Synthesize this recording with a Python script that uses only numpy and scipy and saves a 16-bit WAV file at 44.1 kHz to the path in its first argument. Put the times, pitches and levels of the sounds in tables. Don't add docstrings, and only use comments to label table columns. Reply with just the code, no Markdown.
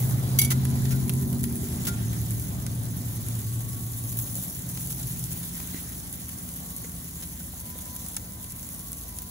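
import sys
import numpy as np
from scipy import signal
from scipy.fft import rfft, irfft, next_fast_len
from scipy.io import wavfile
from scipy.ndimage import uniform_filter1d, map_coordinates

SR = 44100
rng = np.random.default_rng(int(sys.argv[2]) if len(sys.argv) > 2 else 0)


def wrap_up_sound(samples):
    columns = np.atleast_2d(samples).T
    tamed = np.clip(columns, -1, 1)
    steps = np.round(tamed * 32767).astype(np.int16)
    wavfile.write(sys.argv[1], SR, steps)


N = 410130
TIME = np.arange(N) / SR

# (frequency [Hz], level [dB])
FIZZ = [(900, -16), (1800, -10.5), (2600, -14), (3500, -7.5), (5000, -10), (6300, -3), (8200, 0),
        (12000, 1), (14000, -1), (15800, 0.5)]
# (time [s], rattle level [dB], blow level [dB])
CLACKS = [(0.388, -4, 13), (0.414, -8, -10), (0.434, -18, -20), (0.446, -15.5, -12), (0.4744, -34, -16)]
# (frequency [Hz], width [Hz], level [dB])
TONG_MODES = [(2174, 10, 4), (2258, 4.5, 8), (2823, 40, -15), (3050, 50, -13), (3250, 50, -13),
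              (3466, 25, -10), (3930, 70, -15), (4037, 20, -16), (4675, 30, -8), (5466, 40, -16),
              (5897, 80, -8), (6255, 40, -14), (6931, 40, -12), (7208, 80, -12), (7547, 40, -14),
              (8093, 120, -5), (8360, 160, -10), (9536, 120, -8), (10534, 120, -6), (11101, 25, 1),
              (11284, 120, -7), (12326, 130, -8), (13195, 110, -9), (14602, 150, -5)]
# (time [s], length [s], scrape [dB], low ring [dB], high ring [dB])
BRUSHES = [(.504, 0.018, -21, -43.5, -42), (0.907, 0.022, -30.5, -48, -53), (1.852, .001, -26.5, -66, -63),
           (1.869, 0.019, -25, -38, -44), (5.735, 0.056, -40, -63, -50), (6.842, .002, -40, -59, -44),
           (7.224, 0.011, -34, -57, -65)]


def amp(db):
    return 10 ** (np.asarray(db) / 20)


def unit(x):
    return x / np.sqrt(np.mean(x ** 2) + 1e-20)


def along(points, hz):
    f, v = np.transpose(points)
    return np.interp(np.log(hz + 1), np.log(f + 1), v)


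def curves(rows):
    s, *cols = np.transpose(rows)
    return [np.interp(TIME, s, c) for c in cols]


def wobble(rate):
    return map_coordinates(rng.standard_normal(int(N * rate / SR) + 4), [TIME * rate])


def filtered(x, response):
    m = next_fast_len(N + SR // 2)
    return irfft(rfft(x, m) * response(np.fft.rfftfreq(m, 1 / SR)), m)[..., :N]


def resonance(f, centre_hz, width_hz):
    return 1j * f * width_hz / (centre_hz ** 2 - f * f + 1j * f * width_hz)


def modes(table):
    return lambda f: sum((-1) ** k * amp(db) * resonance(f, hz, width)
                         for k, (hz, width, db) in enumerate(table))


def spread(pair, likeness):
    angle = lambda f: np.arccos(np.clip(along(likeness, f), -1, 1)) / 2
    mid, side = filtered(pair, lambda f: np.array([np.cos(angle(f)), np.sin(angle(f))]))
    return np.array([mid + side, mid - side])


def patchy_noise(depth_db=1.9):
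    spectra = signal.stft(rng.standard_normal((2, N)), nperseg=512)[2]
    patches = uniform_filter1d(rng.standard_normal(spectra.shape[1:]), size=10, axis=0)
    patches = uniform_filter1d(patches, size=8, axis=1)
    return unit(signal.istft(spectra * amp(depth_db * unit(patches)), nperseg=512)[1][:, :N])


def bursts(s, db, t60):
    kicks = np.bincount(np.round(s * SR).astype(int), amp(db), N)
    return signal.lfilter([1], [1, -amp(-60 / (t60 * SR))], kicks) * rng.standard_normal((2, N))


def swelling(base_db, spells):
    power = sum(amp(2 * db) * np.exp(-2 * abs((TIME - s) / half) ** 3) for s, half, db in spells)
    return np.sqrt(amp(2 * base_db) + power)


def spells_of(table, key):
    return [(s, half, db) for s, half, k, db in table if abs(k / key - 1) < 1 / 32]


def pops(s, db, hz, crunch_db, spatter_db=-20):
    t = np.arange(-20, 20) / SR
    snaps, chance = np.zeros((2, N)), rng.random((len(s), 3))
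    window = np.exp(-.5 * (t / .00007) ** 2)
    for row in range(2):
        wave = amp(db)[:, None] * window * np.cos(2 * np.pi * (hz[:, None] * t + chance[:, [row]]))
        centre = np.round((s + row * .0006 * chance[:, 2]) * SR).astype(int)
        samples = np.clip(centre[:, None] + np.arange(len(t)) - len(t) // 2, 0, N - 1)
        snaps[row] = np.bincount(samples.ravel(), wave.ravel(), N)
    crunch = filtered(bursts(s, db + crunch_db, t60=0.036), lambda f: resonance(f, 2100, 9400) ** 2)
    spatter = filtered(bursts(s, db + spatter_db, t60=0.04), lambda f: amp(along(FIZZ, f)))
    return snaps + amp(1) * crunch + spatter


def sizzle(bubbles=3500, crackle_db=-5, flurry_above_hz=4000):
    # (time [s], level [dB], treble tilt [dB per octave, held within 3 either way])
    ride = [(0, -31, 11), (.2, -36.5, 2), (.6, -40, -1.5), (1.1, -36.5, 1), (1.3, -37.5, 4),
            (1.8, -36, -1.5), (2.1, -40, -4), (2.3, -34, 2), (2.42, -36, 1.5), (2.48, -40, -0.5),
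            (2.85, -38.5, 1), (3.3, -36.5, 0.5), (3.75, -37, 1), (4.4, -31, 4.5), (4.63, -36.5, 1),
            (4.85, -32.5, 2), (5.7, -35, 0), (6.1, -38, 0.5), (6.7, -36.5, 2), (7.5, -38, 1.5),
            (8.1, -37, 1), (8.3, -40, 1.5), (8.7, -36.5, 1.5), (9.3, -39.5, 2)]
    level_db, tilt_db = curves(ride)
    flurry_db = wobble(55)
    when, size, pitch = rng.random((bubbles, 3)).T
    s = when * (N - 1) / SR
    size_db = 1.6 * flurry_db[(s * SR).astype(int)] - 3.6 * np.log(size + .02)
    crackle = unit(pops(s, size_db, 8000 + 7800 * pitch, crunch_db=-35, spatter_db=-24.5))
    calm = patchy_noise()
    hiss = calm + filtered(calm * (amp(flurry_db) - 1), lambda f: f ** 4 / (f ** 4 + flurry_above_hz ** 4))
    dull, bright = [unit(filtered(hiss, lambda f: amp(along(FIZZ, f) + tilt * np.log2(f / 1e4 + .01))))
                    for tilt in (-3, 3)]
    brightness = np.clip(.5 + tilt_db / 6, 0, 1)
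    hiss = unit((1 - brightness) * dull + brightness * bright)
    return amp(level_db) * unit(hiss + amp(crackle_db) * crackle)


def engine(rough=.5, rough_per_s=.08, drift_db=2, scattered_db=-3):
    # (time [s], cycle rate [Hz])
    speed = [(0, 10.08), (.8, 10.1), (1.6, 10.23), (2.5, 10.44), (4.2, 10.65), (6, 10.8), (7.3, 10.96),
             (9.3, 11.15)]
    # (order [multiple], gain [dB])
    exhaust_trims = [(15, 4), (17, -5.5), (22, -4.5)]
    # (frequency [Hz], width [Hz], starting level [dB], fade [dB/s])
    booms = [(53.9, 15, -47.5, 0.4), (78.9, 13, -43.5, 1), (113.7, 13.1, -38.5, 2), (129.3, 11.3, -46.5, 2),
             (162.1, 17, -43.5, 3.45), (176, 7.4, -51, 4), (180.5, 16, -45.5, 1.5), (145, 132, -50.5, 0.14),
             (195.6, 13, -43, 3), (235.8, 14.5, -43, 2), (268.4, 15.6, -50, 2.76), (295.7, 53, -48.5, 2),
             (378, 62, -46, 4)]
    # (middle [s], half length [s], boom frequency [Hz], level [dB]); a row acts only
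    # on a boom within 1/32 of its frequency, so the rows at 52 Hz find none and stay silent
    swells = [(-0.5, 0.51, 52, -34.5), (1, 0.6, 52, -33.5), (-1.4, 0.29, 80, -31), (1.17, 1.8, 80, -35.5),
              (0, 0.39, 114, -27), (2.1, 0.3, 114, -35), (3.5, 0.38, 114, -37.5), (3, 0.93, 114, -32.5),
              (4, 0.36, 114, -36.5), (8.5, 0.17, 114, -49), (0.46, 0.86, 132, -32.5),
              (0.97, 0.52, 132, -28.5), (5, 0.41, 132, -39.5), (2, 0.24, 183, -38.5),
              (2.5, 0.55, 167, -44.5), (1, 0.44, 183, -42), (1.1, 0.56, 266, -43.5),
              (0.57, 0.22, 238, -35.5), (1.24, 0.36, 238, -39.5), (3, 0.21, 238, -49),
              (1.4, 0.63, 380, -45.5)]
    # (middle [s], half length [s], order [multiple], level [dB])
    clear_orders = [(0.56, 1.07, 13, -32.5), (.7, 0.25, 23, -48), (1.64, 0.4, 23, -41.5),
                    (5.04, 0.87, 16, -44.5), (6.94, 1.1, 16, -51.5)]
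    phase = 2 * np.pi * np.cumsum(curves(speed)[0]) / SR
    trim_db = {round(k): db for k, db in exhaust_trims}
    orders = {k: amp(drift_db * wobble(1.42)) * np.sin(k * phase + rng.uniform(0, 2 * np.pi))
              for k in range(3, 45)}
    drone = unit(sum(amp(trim_db.get(k, 0)) * tone for k, tone in orders.items()))
    noise = filtered(rng.standard_normal((2, N)), lambda f: (f > 35) * (f < 450) * np.sqrt(f + 60))
    roughness = rough + rough_per_s * TIME
    drive = np.array([drone + roughness * unit(noise[0]), amp(scattered_db) * unit(noise[1])])
    out = np.zeros((2, N))
    for hz, width, db, fade_db in booms:
        boom = filtered(drive, lambda f: abs(resonance(f, hz, width)) ** 2)
        out += swelling(db - fade_db * TIME, spells_of(swells, hz)) * boom / np.std(boom[0])
    for s, half, k, db in clear_orders:
        out[0] += swelling(-120, [(s, half, db)]) * np.sqrt(2) * orders[round(k)]
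    return out


def street(far_db=-54, near_boost_db=13, leaving_s=2.43, drift_db=.7):
    # (frequency [Hz], level [dB])
    colour = [(250, -70), (450, 0), (750, 1), (1100, -6), (2000, -9), (2600, -15.5), (4000, -9),
              (8000, -16.5)]
    # (frequency [Hz], likeness [0-1])
    likeness = [(50, 0.8), (200, 0.69), (380, 0.37), (700, 0.43), (2500, 0.29)]
    # (frequency [Hz], phase lag [rad])
    right_lag = [(450, 0), (950, 2), (2400, 2.4)]
    murmur = unit(filtered(patchy_noise(), lambda f: amp(along(colour, f))))
    murmur_db = far_db + near_boost_db * np.exp(-TIME / leaving_s) + drift_db * wobble(2.416)
    pair = spread(engine() + amp(murmur_db) * murmur, likeness)
    return filtered(pair, lambda f: np.exp(.5j * along(right_lag, f) * np.array([[1], [-1]])))


def compressor(rotor_hz=124.4, waver_db=2.2, left_lead_rad=1.6):
    # (order [multiple], level [dB])
    hum = [(7, -81), (8, -72.5), (9, -75), (11, -85), (16, -74.5)]
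    # (middle [s], half length [s], order [multiple], level [dB])
    whines = [(1, 0.56, 8, -62.5), (3.3, 0.4, 8, -80), (3.8, 0.67, 9, -65.5), (5.55, 0.43, 8, -71),
              (6.65, 0.45, 9, -67), (7.85, 0.27, 8, -59), (8.45, 0.67, 8, -64), (9.3, 0.19, 8, -59),
              (8, 0.18, 9, -72), (9.1, 0.5, 9, -66)]
    out = np.zeros((2, N))
    for k, db in hum:
        phase = 2 * np.pi * round(k) * rotor_hz * TIME + 1.27 * wobble(1.476)
        sides = [amp(side_db + waver_db * wobble(7.7)) * np.sin(phase + lead + 0.55 * wobble(8.7))
                 for side_db, lead in ((3.5, left_lead_rad), (0.5, 0))]
        out += swelling(db, spells_of(whines, k)) * np.sqrt(2) * np.array(sides)
    return out


def spits(count=70, small_db=-25, small_range_db=6, small_crunch_db=-35):
    # (time [s], level [dB], pitch [Hz], low crunch against the level [dB])
    loud = [(0.0976, -15, 12100, -32), (0.653, -12, 10100, -20), (0.7137, -24, 8900, -23),
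            (0.759, -22, 9000, -18), (0.8548, -17, 8700, -14), (1.095, -8, 12200, -16.5),
            (1.1376, -12.5, 11800, -31), (1.3293, -16, 11100, -21), (1.4332, -14, 10100, -35),
            (1.44, -8.5, 10900, -20), (1.5257, -16, 12400, -37), (1.557, -15, 10100, -27),
            (1.6875, -17.5, 11300, -23), (2.1315, -19, 12900, -20), (2.2159, -15.5, 12600, -36),
            (2.308, -12.5, 10400, -27), (2.3978, -15, 10800, -33), (2.6654, -13.5, 8850, -18),
            (3.286, -13.5, 10300, -27), (3.3535, -18, 11000, -25), (3.918, -20, 11000, -35),
            (3.975, -22, 13600, -36), (4.028, -24, 12100, -32), (4.101, -20, 13200, -35),
            (4.1248, -21, 11900, -33), (4.1713, -9, 14000, -42), (4.1877, -24, 13000, -40),
            (4.1895, -3.5, 14800, -56), (4.199, -11, 14200, -50), (4.2152, -16, 13500, -40),
            (4.2531, -21, 12900, -34), (4.274, -17, 12500, -40), (4.315, -19, 11500, -35.5),
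            (4.355, -12, 10000, -35), (4.39, -25, 11000, -35), (4.691, -18, 9300, -39),
            (4.7744, -17, 11400, -15.5), (4.873, -15, 11000, -35), (4.927, -15.5, 8900, -25),
            (5.016, -25, 11000, -35), (5.072, -20, 10900, -30), (5.1125, -28, 10000, -33),
            (5.195, -17.5, 11000, -35), (5.2409, -13, 8550, -32), (5.3308, -16.5, 8800, -29),
            (5.4327, -18, 10000, -18), (5.601, -22.5, 9000, -11.5), (6.1278, -13, 10400, -37),
            (6.2919, -17.5, 10800, -17), (6.5399, -19, 10900, -36), (6.765, -12.5, 12200, -36),
            (7.7884, -21, 11700, -18), (7.9641, -16, 10700, -27), (8.064, -16, 9600, -24),
            (8.086, -16, 11700, -34), (8.1455, -19, 9600, -32), (8.1664, -9, 8800, -19.5),
            (8.1684, -11, 9500, -30), (8.443, -19, 11000, -20), (8.522, -17, 11000, -33),
            (8.563, -19, 12500, -33), (8.69, -17, 10300, -35), (8.9194, -14, 11600, -37),
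            (8.9308, -14, 9800, -31), (9.1874, -12, 9500, -25), (9.2204, -16, 12700, -32)]
    when, size, pitch, crunch = rng.random((count, 4)).T
    small = [when * (N - 1) / SR, small_db + small_range_db * (size - .5),
             8800 + 3800 * pitch, small_crunch_db + 18 * (crunch - .5)]
    return pops(*np.hstack([np.transpose(loud), small]))


def arm_damping(decay_s=.012):
    return np.exp(-np.clip(TIME - BRUSHES[0][0], 0, None) / decay_s)


def tongs_clack(rise_s=.0015, t60=0.057, low_cut_hz=2500):
    envelope = np.zeros(N)
    for s, db, _ in CLACKS:
        envelope += np.clip((TIME - s) / rise_s, 0, 1) * amp(db - 60 * np.clip(TIME - s, 0, 1) / t60)
    blows = np.bincount([round(s * SR) for s, *_ in CLACKS], [amp(db) for *_, db in CLACKS], N)
    rattle = filtered(envelope * rng.standard_normal((2, N)), lambda f: 1j * f / (low_cut_hz + 1j * f))
    contact = rattle + blows
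    ring = filtered(contact, modes(TONG_MODES[2:]))
    click = filtered(contact, lambda f: amp(0.88 * along(FIZZ, f)))
    return (amp(11.5) * ring + amp(-9) * click) * arm_damping()


def tongs_ring(boost_db=12):
    s, _, db = CLACKS[0]
    blow = amp(db + boost_db) * (np.arange(N) == round(s * SR))
    ring = filtered([blow, np.roll(blow, shift=3)], modes(TONG_MODES[:2]))
    return ring * amp([[-1.4], [1.4]]) * arm_damping()


def grate_brushes(t60=0.064):
    # (frequency [Hz], width [Hz], level [dB])
    low_modes = [(297, 38, -16), (1403, 9.7, 8.5), (1530, 8.8, 0.5)]
    high_modes = [(2020, 110, -4), (4300, 52, -14), (6850, 400, -11)]
    strokes = np.zeros((3, N))
    for s, length, *levels_db in BRUSHES:
        envelope = (TIME > s) * amp(-60 * np.clip(TIME - s - length, 0, 1) / t60)
        strokes += amp(levels_db)[:, None] * envelope
    friction, low_drive, high_drive = strokes[:, None] * rng.standard_normal((3, 2, N))
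    grit = 0.68 + 0.31 * amp(1.9 * wobble(1000))
    scrape = filtered(friction * grit, lambda f: amp(0.51 * along(FIZZ, f)))
    ring = filtered(low_drive, modes(low_modes)) + filtered(high_drive, modes(high_modes))
    return scrape + amp(24.5) * ring


def food_knocks(body_t60=0.036, tick_t60=0.0045, tick_hz=1900):
    # (time [s], level [dB], pitch [Hz])
    knocks = [(5.745, -27, 288), (6.8458, -38, 474), (7.405, -46, 1500), (7.537, -43, 770),
              (7.756, -39.5, 520)]
    out, t = np.zeros(N), np.arange(SR // 25) / SR
    tick = .5 * np.sin(2 * np.pi * tick_hz * t) * amp(-60 * t / tick_t60)
    for s, db, hz in knocks:
        body = np.sin(2 * np.pi * hz * t) * amp(-60 * t / body_t60)
        out[round(s * SR):][:len(t)] += amp(db) * (body + tick)
    return out * amp([[-2], [2]])


def scene(left_lag_s=1 / 4850, in_step_below_hz=1250):
    # (frequency [Hz], likeness [0-1])
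    likeness = [(1500, .1), (5500, .2), (6500, .5), (8000, .88), (16000, .88)]
    grill = spread(sizzle() + spits() + tongs_clack() + grate_brushes(), likeness)
    lag_rad = lambda f: 2 * np.pi * left_lag_s * np.clip(f - in_step_below_hz, 0, None)
    grill = filtered(grill, lambda f: np.exp(-.5j * lag_rad(f) * np.array([[1], [-1]])))
    return grill + tongs_ring() + food_knocks() + street() + compressor()


def record(dry, top_hz=15750):
    # (frequency [Hz], left minus right [dB])
    balance = [(60, 0), (130, 0.5), (290, -1), (640, 3), (1410, 0.2), (3100, -1.6), (6820, -1.4),
               (15000, 0.9)]
    return filtered(dry, lambda f: amp(along(balance, f) * np.array([[.5], [-.5]])) * (f < top_hz))


dry = scene()
out = record(dry)
wrap_up_sound(out)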